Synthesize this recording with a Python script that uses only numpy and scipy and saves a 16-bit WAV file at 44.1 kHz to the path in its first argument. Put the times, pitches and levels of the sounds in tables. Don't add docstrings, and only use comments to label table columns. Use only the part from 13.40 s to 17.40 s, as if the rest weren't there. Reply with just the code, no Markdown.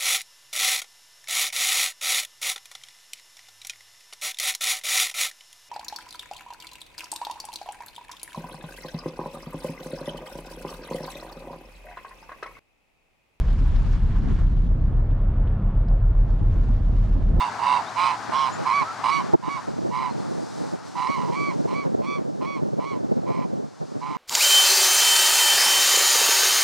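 import sys
import numpy as np
from scipy import signal
from scipy.io import wavfile
from scipy.ndimage import uniform_filter1d, minimum_filter1d

SR = 44100
rng = np.random.default_rng(int(sys.argv[2]) if len(sys.argv) > 2 else 0)


def digitize_waveform(pressure):
    field = np.atleast_2d(pressure).T
    bounded = np.clip(field, -1, 1)
    quanta = np.round(bounded * 32767).astype(np.int16)
    wavfile.write(sys.argv[1], SR, quanta)


N = 176400
T = np.arange(N) / SR
CUTOFF_HZ = 15700


def from_db(db):
    return 10 ** (np.asarray(db) / 20)


def unit_rms(x):
    return x / np.sqrt(np.mean(x ** 2) + 1e-20)


def in_time(rows):
    return np.interp(T, *np.transpose(rows))


def at_hz(rows, hz):
    freqs_hz, values = np.transpose(rows)
    return np.interp(np.log(hz), np.log(freqs_hz), values)


def pan(left_minus_right_db):
    return from_db(np.array([[left_minus_right_db], [-left_minus_right_db]]) / 2)


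def drift(rate_hz):
    hop, settle = 40, 2000
    pole = np.exp(-2 * np.pi * rate_hz * hop / SR)
    white = rng.standard_normal(N // hop + settle + 2)
    slow = signal.lfilter([1], [1, -2 * pole, pole * pole], white)[settle:]
    return np.interp(np.arange(N) / hop, np.arange(len(slow)), unit_rms(slow))


def drone(hz, levels_db, waver_db, wander_rad):
    in_phase_s = .115
    phase = 2 * np.pi * hz * (T - in_phase_s) + wander_rad * drift(1)
    return np.sqrt(2) * sum(from_db(db + waver_db * drift(1.4)) * np.sin(k * phase)
                            for k, db in enumerate(levels_db, 1))


def turbulence(spectrum, shared_db, own_db, rate_hz, correlation=None, pans=None,
               tilt_db_per_oct=0, pivot_hz=1000):
    edges_hz = 14 * 2 ** (np.arange(32) / 3)
    white = rng.standard_normal((2, 2 if correlation else 1, N + SR // 2))
    out, power, shared = 0, 0, drift(rate_hz)
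    for k, (low, high) in enumerate(zip(edges_hz, edges_hz[1:])):
        if high < spectrum[0][0] or low > spectrum[-1][0]:
            continue
        hz = np.sqrt(low * high)
        bandpass = signal.butter(3, [low, high], "band", fs=SR, output="sos")
        band = signal.sosfilt(bandpass, white[k % 2])[:, -N:]
        if correlation:
            alike = np.clip(at_hz(correlation, hz), -1, 1)
            mid, side = np.sqrt(1 + alike) * band[0], np.sqrt(1 - alike) * band[1]
            band = np.array([mid + side, mid - side]) * pan(at_hz(pans, hz))
        band = band * from_db(at_hz(spectrum, hz) + shared_db * shared + own_db * drift(rate_hz))
        power += np.mean(band ** 2)
        out = out + band * from_db(tilt_db_per_oct * np.log2(hz / pivot_hz))
    return out / np.sqrt(power)


def bursts(rows, width_ratio, attack_s, pan_db, lowpass_ratio):
    out, age_s = np.zeros(N), np.arange(SR // 2) / SR
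    for start_s, level_db, pitch_hz, t60_s in rows:
        resonance = signal.iirpeak(pitch_hz, max(1 / width_ratio, .7), fs=SR)
        lowpass = signal.butter(4, min(lowpass_ratio * pitch_hz, CUTOFF_HZ), fs=SR, output="sos")
        body = signal.sosfilt(lowpass, signal.lfilter(*resonance, rng.standard_normal(len(age_s))))
        envelope = from_db(level_db - 60 * age_s / t60_s) * (1 - np.exp(-age_s / attack_s))
        burst = envelope * unit_rms(body) / 2
        start = int(start_s * SR)
        out[start:start + len(burst)] += burst[:N - start]
    return out * pan(pan_db)


# time_s, level_db
ENGINE_A_LEVEL = [(0, -21.7), (2.3, -22.8), (4, -23.5)]
# time_s, second_db, third_db, fourth_db
ENGINE_A_OVERTONES = [(0.3, -28, -46.5, -52), (.8, -48, -38.5, -48.5), (1.9, -37.5, -34, -36.5),
                      (2.6, -39, -33, -37), (4, -37.5, -31.5, -43.5)]
# time_s, level_db
ENGINE_B_LEVEL = [(0.4, -22.7), (1.9, -24), (2.5, -21), (4, -20)]
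# first_db, second_db
GENERATOR_DB = [-36.5, -38.5]
# pitch_hz, level_db
WHINES = [(522, -67), (678, -65)]


def engines():
    overtones_db = [in_time([(row[0], row[k]) for row in ENGINE_A_OVERTONES]) for k in (1, 2, 3)]
    fifth_db = -48
    harmonics_db = [in_time(ENGINE_A_LEVEL), *overtones_db, fifth_db]
    engine_a = drone(hz=32.2, levels_db=harmonics_db, waver_db=0.17, wander_rad=0.013)
    engine_b = drone(hz=39.65, levels_db=[in_time(ENGINE_B_LEVEL)], waver_db=1.5, wander_rad=0.017)
    generator = drone(hz=60.0, levels_db=GENERATOR_DB, waver_db=0.25, wander_rad=0.083)
    whines = sum(drone(hz, [db], waver_db=2.0, wander_rad=2.6) for hz, db in WHINES)
    return engine_a + engine_b + generator + whines


# time_s, level_db
RUMBLE_LEVEL = [(0, -24.5), (.5, -26), (1.1, -25), (2.3, -25.5), (2.8, -27), (3.4, -27), (4, -24.5)]
# freq_hz, density_db
RUMBLE_SPECTRUM = [(16, -11), (30, 2), (65, 2.5), (85, 0), (125, -5), (160, -7.5), (280, -20.5), (400, -28),
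                   (700, -48)]


def rumble():
    roar = turbulence(RUMBLE_SPECTRUM, shared_db=1.02, own_db=0.98, rate_hz=3.1)
    return from_db(in_time(RUMBLE_LEVEL)) * roar


# time_s, level_db
WASH_LEVEL = [(0, -48), (.9, -52.5), (1.2, -53), (1.45, -46), (2.05, -43), (2.8, -46), (3.7, -49), (4, -45)]
# freq_hz, density_db
WASH_SPECTRUM = [(150, 1.5), (350, 6), (600, 7.5), (820, 1), (1050, 0.5), (1550, -6.5), (2000, -15),
                 (3200, -23.5), (4500, -33.5), (7500, -51.5)]


def hull_wash():
    rush = turbulence(WASH_SPECTRUM, shared_db=0.0, own_db=1.02, rate_hz=12)
    return from_db(in_time(WASH_LEVEL)) * rush


# time_s, level_db
WIND_LEVEL = [(0, -38.5), (.45, -29), (.65, -36), (.88, -27), (1.1, -32.5), (1.6, -35.5), (2.3, -81),
              (2.62, -48), (3.05, -32.5), (3.3, -32), (3.65, -35), (4, -26)]
# freq_hz, density_db
WIND_SPECTRUM = [(16, -4.5), (65, 2), (110, -5.5), (180, -3), (280, -10), (420, -22.5), (800, -28),
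                 (1600, -49.5)]
# freq_hz, correlation
WIND_CORRELATION = [(40, 0.1), (500, 0.12)]
# freq_hz, left_minus_right_db
WIND_PAN = [(30, 5.5), (80, 4.5), (170, -6.5), (350, -7.5), (900, -6)]
# time_s, tilt_db_per_oct
WIND_TILT = [(0, -2), (.7, -2.5), (1.4, 0.5), (2.9, 1), (4, 0.5)]


def wind_buffets():
    buffets = turbulence(WIND_SPECTRUM, shared_db=3.0, own_db=3.0, rate_hz=20,
                         correlation=WIND_CORRELATION, pans=WIND_PAN,
                         tilt_db_per_oct=in_time(WIND_TILT), pivot_hz=115)
    return from_db(in_time(WIND_LEVEL)) * buffets


# freq_hz, gain_db
CRACKLE_GAINS = [(2000, 10.5), (4000, 7), (7500, -4), (11000, -15)]


def crackle(clicks_per_s=1500, spread_db=3.0, q=3):
    pitches_hz = np.geomspace(CRACKLE_GAINS[0][0], CRACKLE_GAINS[-1][0], num=12)
    out = 0
    for hz in pitches_hz:
        onsets = np.flatnonzero(rng.random(N) < clicks_per_s / len(pitches_hz) / SR)
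        size_db = spread_db * np.minimum(rng.exponential(1, len(onsets)), 4) + at_hz(CRACKLE_GAINS, hz)
        polarity = rng.choice([-1, 1], len(onsets))
        side_db = np.outer([1, -1], rng.normal(1, 3, len(onsets)))
        clicks = np.zeros((2, N))
        clicks[:, onsets] = polarity * from_db(size_db + side_db)
        edges_hz = np.minimum(hz * np.exp(np.array([-.5, .5]) / q), CUTOFF_HZ)
        bandpass = signal.butter(2, edges_hz, "band", fs=SR, output="sos")
        out = out + signal.sosfilt(bandpass, clicks + 1e-18)
    return unit_rms(out)


# time_s, level_db
HISS_LEVEL = [(0, -48.5), (.3, -49), (.49, -47), (.62, -49.5), (.96, -48.5), (1.15, -56.5), (1.45, -62),
              (1.8, -71), (2.55, -71.5), (2.8, -61), (3.22, -52.5), (3.42, -55), (3.78, -55), (4, -55.5)]
# freq_hz, density_db
HISS_SPECTRUM = [(400, -9), (900, 5.5), (1600, 2.5), (2200, -4), (3400, -6.5), (5000, -11), (7600, -16.5),
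                 (9500, -30), (14000, -47)]
# freq_hz, correlation
HISS_CORRELATION = [(1000, 0.9), (2500, 0.6), (5000, 0.23), (10000, 0.15)]
# freq_hz, left_minus_right_db
HISS_PAN = [(900, 0.5), (3000, 3), (11000, 2.5)]
# time_s, tilt_db_per_oct
HISS_TILT = [(0, -1), (.5, -0.3), (.85, -3), (1.2, -0.7), (3.1, -1.4), (4, 0.5)]


def wind_hiss():
    air = turbulence(HISS_SPECTRUM, shared_db=1.73, own_db=1.35, rate_hz=22,
                     correlation=HISS_CORRELATION, pans=HISS_PAN,
                     tilt_db_per_oct=in_time(HISS_TILT), pivot_hz=1960)
    level_db = in_time(HISS_LEVEL)
    crackle_share_db = -13.5 + 0.3 * (level_db - level_db.max())
    return from_db(level_db) * (air + from_db(crackle_share_db) * crackle())


# start_s, level_db, t60_s
SPITS = [(.131, -47, 0.013), (.2035, -48, .01), (.2813, -45, .007), (0.9294, -47, 0.011),
         (1.5265, -57, .008), (1.951, -72, .07), (2.095, -73.5, 0.064), (2.22, -71.5, .08),
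         (2.379, -68, 0.056), (2.84, -66, .007), (3.1516, -61, .015), (3.2414, -59, .02)]


def spits(pitch_hz=7500):
    rows = [(start_s, level_db, pitch_hz, t60_s) for start_s, level_db, t60_s in SPITS]
    return bursts(rows, width_ratio=.6, attack_s=.0002, pan_db=3.0, lowpass_ratio=1.5)


# start_s, level_db, pitch_hz, t60_s
ICE_BUMPS = [(.245, -32, 950, 0.17), (2.505, -31, 648, 0.18), (3.285, -37, 950, .08)]
# start_s, level_db, pitch_hz, t60_s
ICE_TICKS = [(.359, -38.5, 3940, 0.044), (.525, -45, 5540, 0.047), (1.069, -38, 3300, .015),
             (1.264, -49, 3700, 0.048), (1.701, -52, 3330, 0.11), (2.072, -48.5, 3220, 0.069),
             (2.483, -40.5, 4740, 0.018), (2.903, -49, 4600, 0.036)]


def ice():
    ticks = bursts(ICE_TICKS, width_ratio=0.36, attack_s=0.0014, pan_db=1.5, lowpass_ratio=1.05)
    bumps = bursts(ICE_BUMPS, width_ratio=0.22, attack_s=0.0077, pan_db=-3.0, lowpass_ratio=2.1)
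    return ticks + bumps


# start_s, level_db, pitch_hz, t60_s
EDDY_FLAPS = [(.85, -27.5, 188, 0.48), (1.306, -36.5, 597, 0.056), (3.638, -31, 644, 0.048),
              (3.76, -35, 600, 0.074), (3.808, -31.5, 455, 0.088), (3.96, -30, 480, 0.18)]


def eddy_flaps():
    return bursts(EDDY_FLAPS, width_ratio=0.62, attack_s=0.0039, pan_db=-17, lowpass_ratio=1.56)


# centre_s, level_db, pitch_hz
BOOMS = [(1.48, -29.5, 122), (2.071, -26, 86), (2.219, -35, 198), (2.68, -27.5, 106.5), (3.13, -26.5, 95)]


def booms(swell_s=.1):
    out = 0
    for centre_s, level_db, pitch_hz in BOOMS:
        envelope = from_db(level_db) * np.exp(-((T - centre_s) / swell_s) ** 2)
        phase = 2 * np.pi * (pitch_hz * T + rng.random()) + drift(10)
        out = out + envelope * np.sqrt(2) * np.sin(phase)
    return out


def scene():
    transients = ice() + eddy_flaps() + spits()
    ship = engines() + rumble() + booms()
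    return transients + ship + hull_wash() + wind_buffets() + wind_hiss()


def record(dry, ceiling_db=-10, window_s=.02):
    window = int(window_s * SR)
    gain = np.minimum(1, from_db(ceiling_db) / (np.abs(dry).max(axis=0) + 1e-9))
    gain = uniform_filter1d(minimum_filter1d(gain, window), window)
    lowpass = signal.cheby2(12, 70, CUTOFF_HZ, fs=SR, output="sos")
    return signal.sosfilt(lowpass, dry * gain)


dry = scene()
out = record(dry)
digitize_waveform(out)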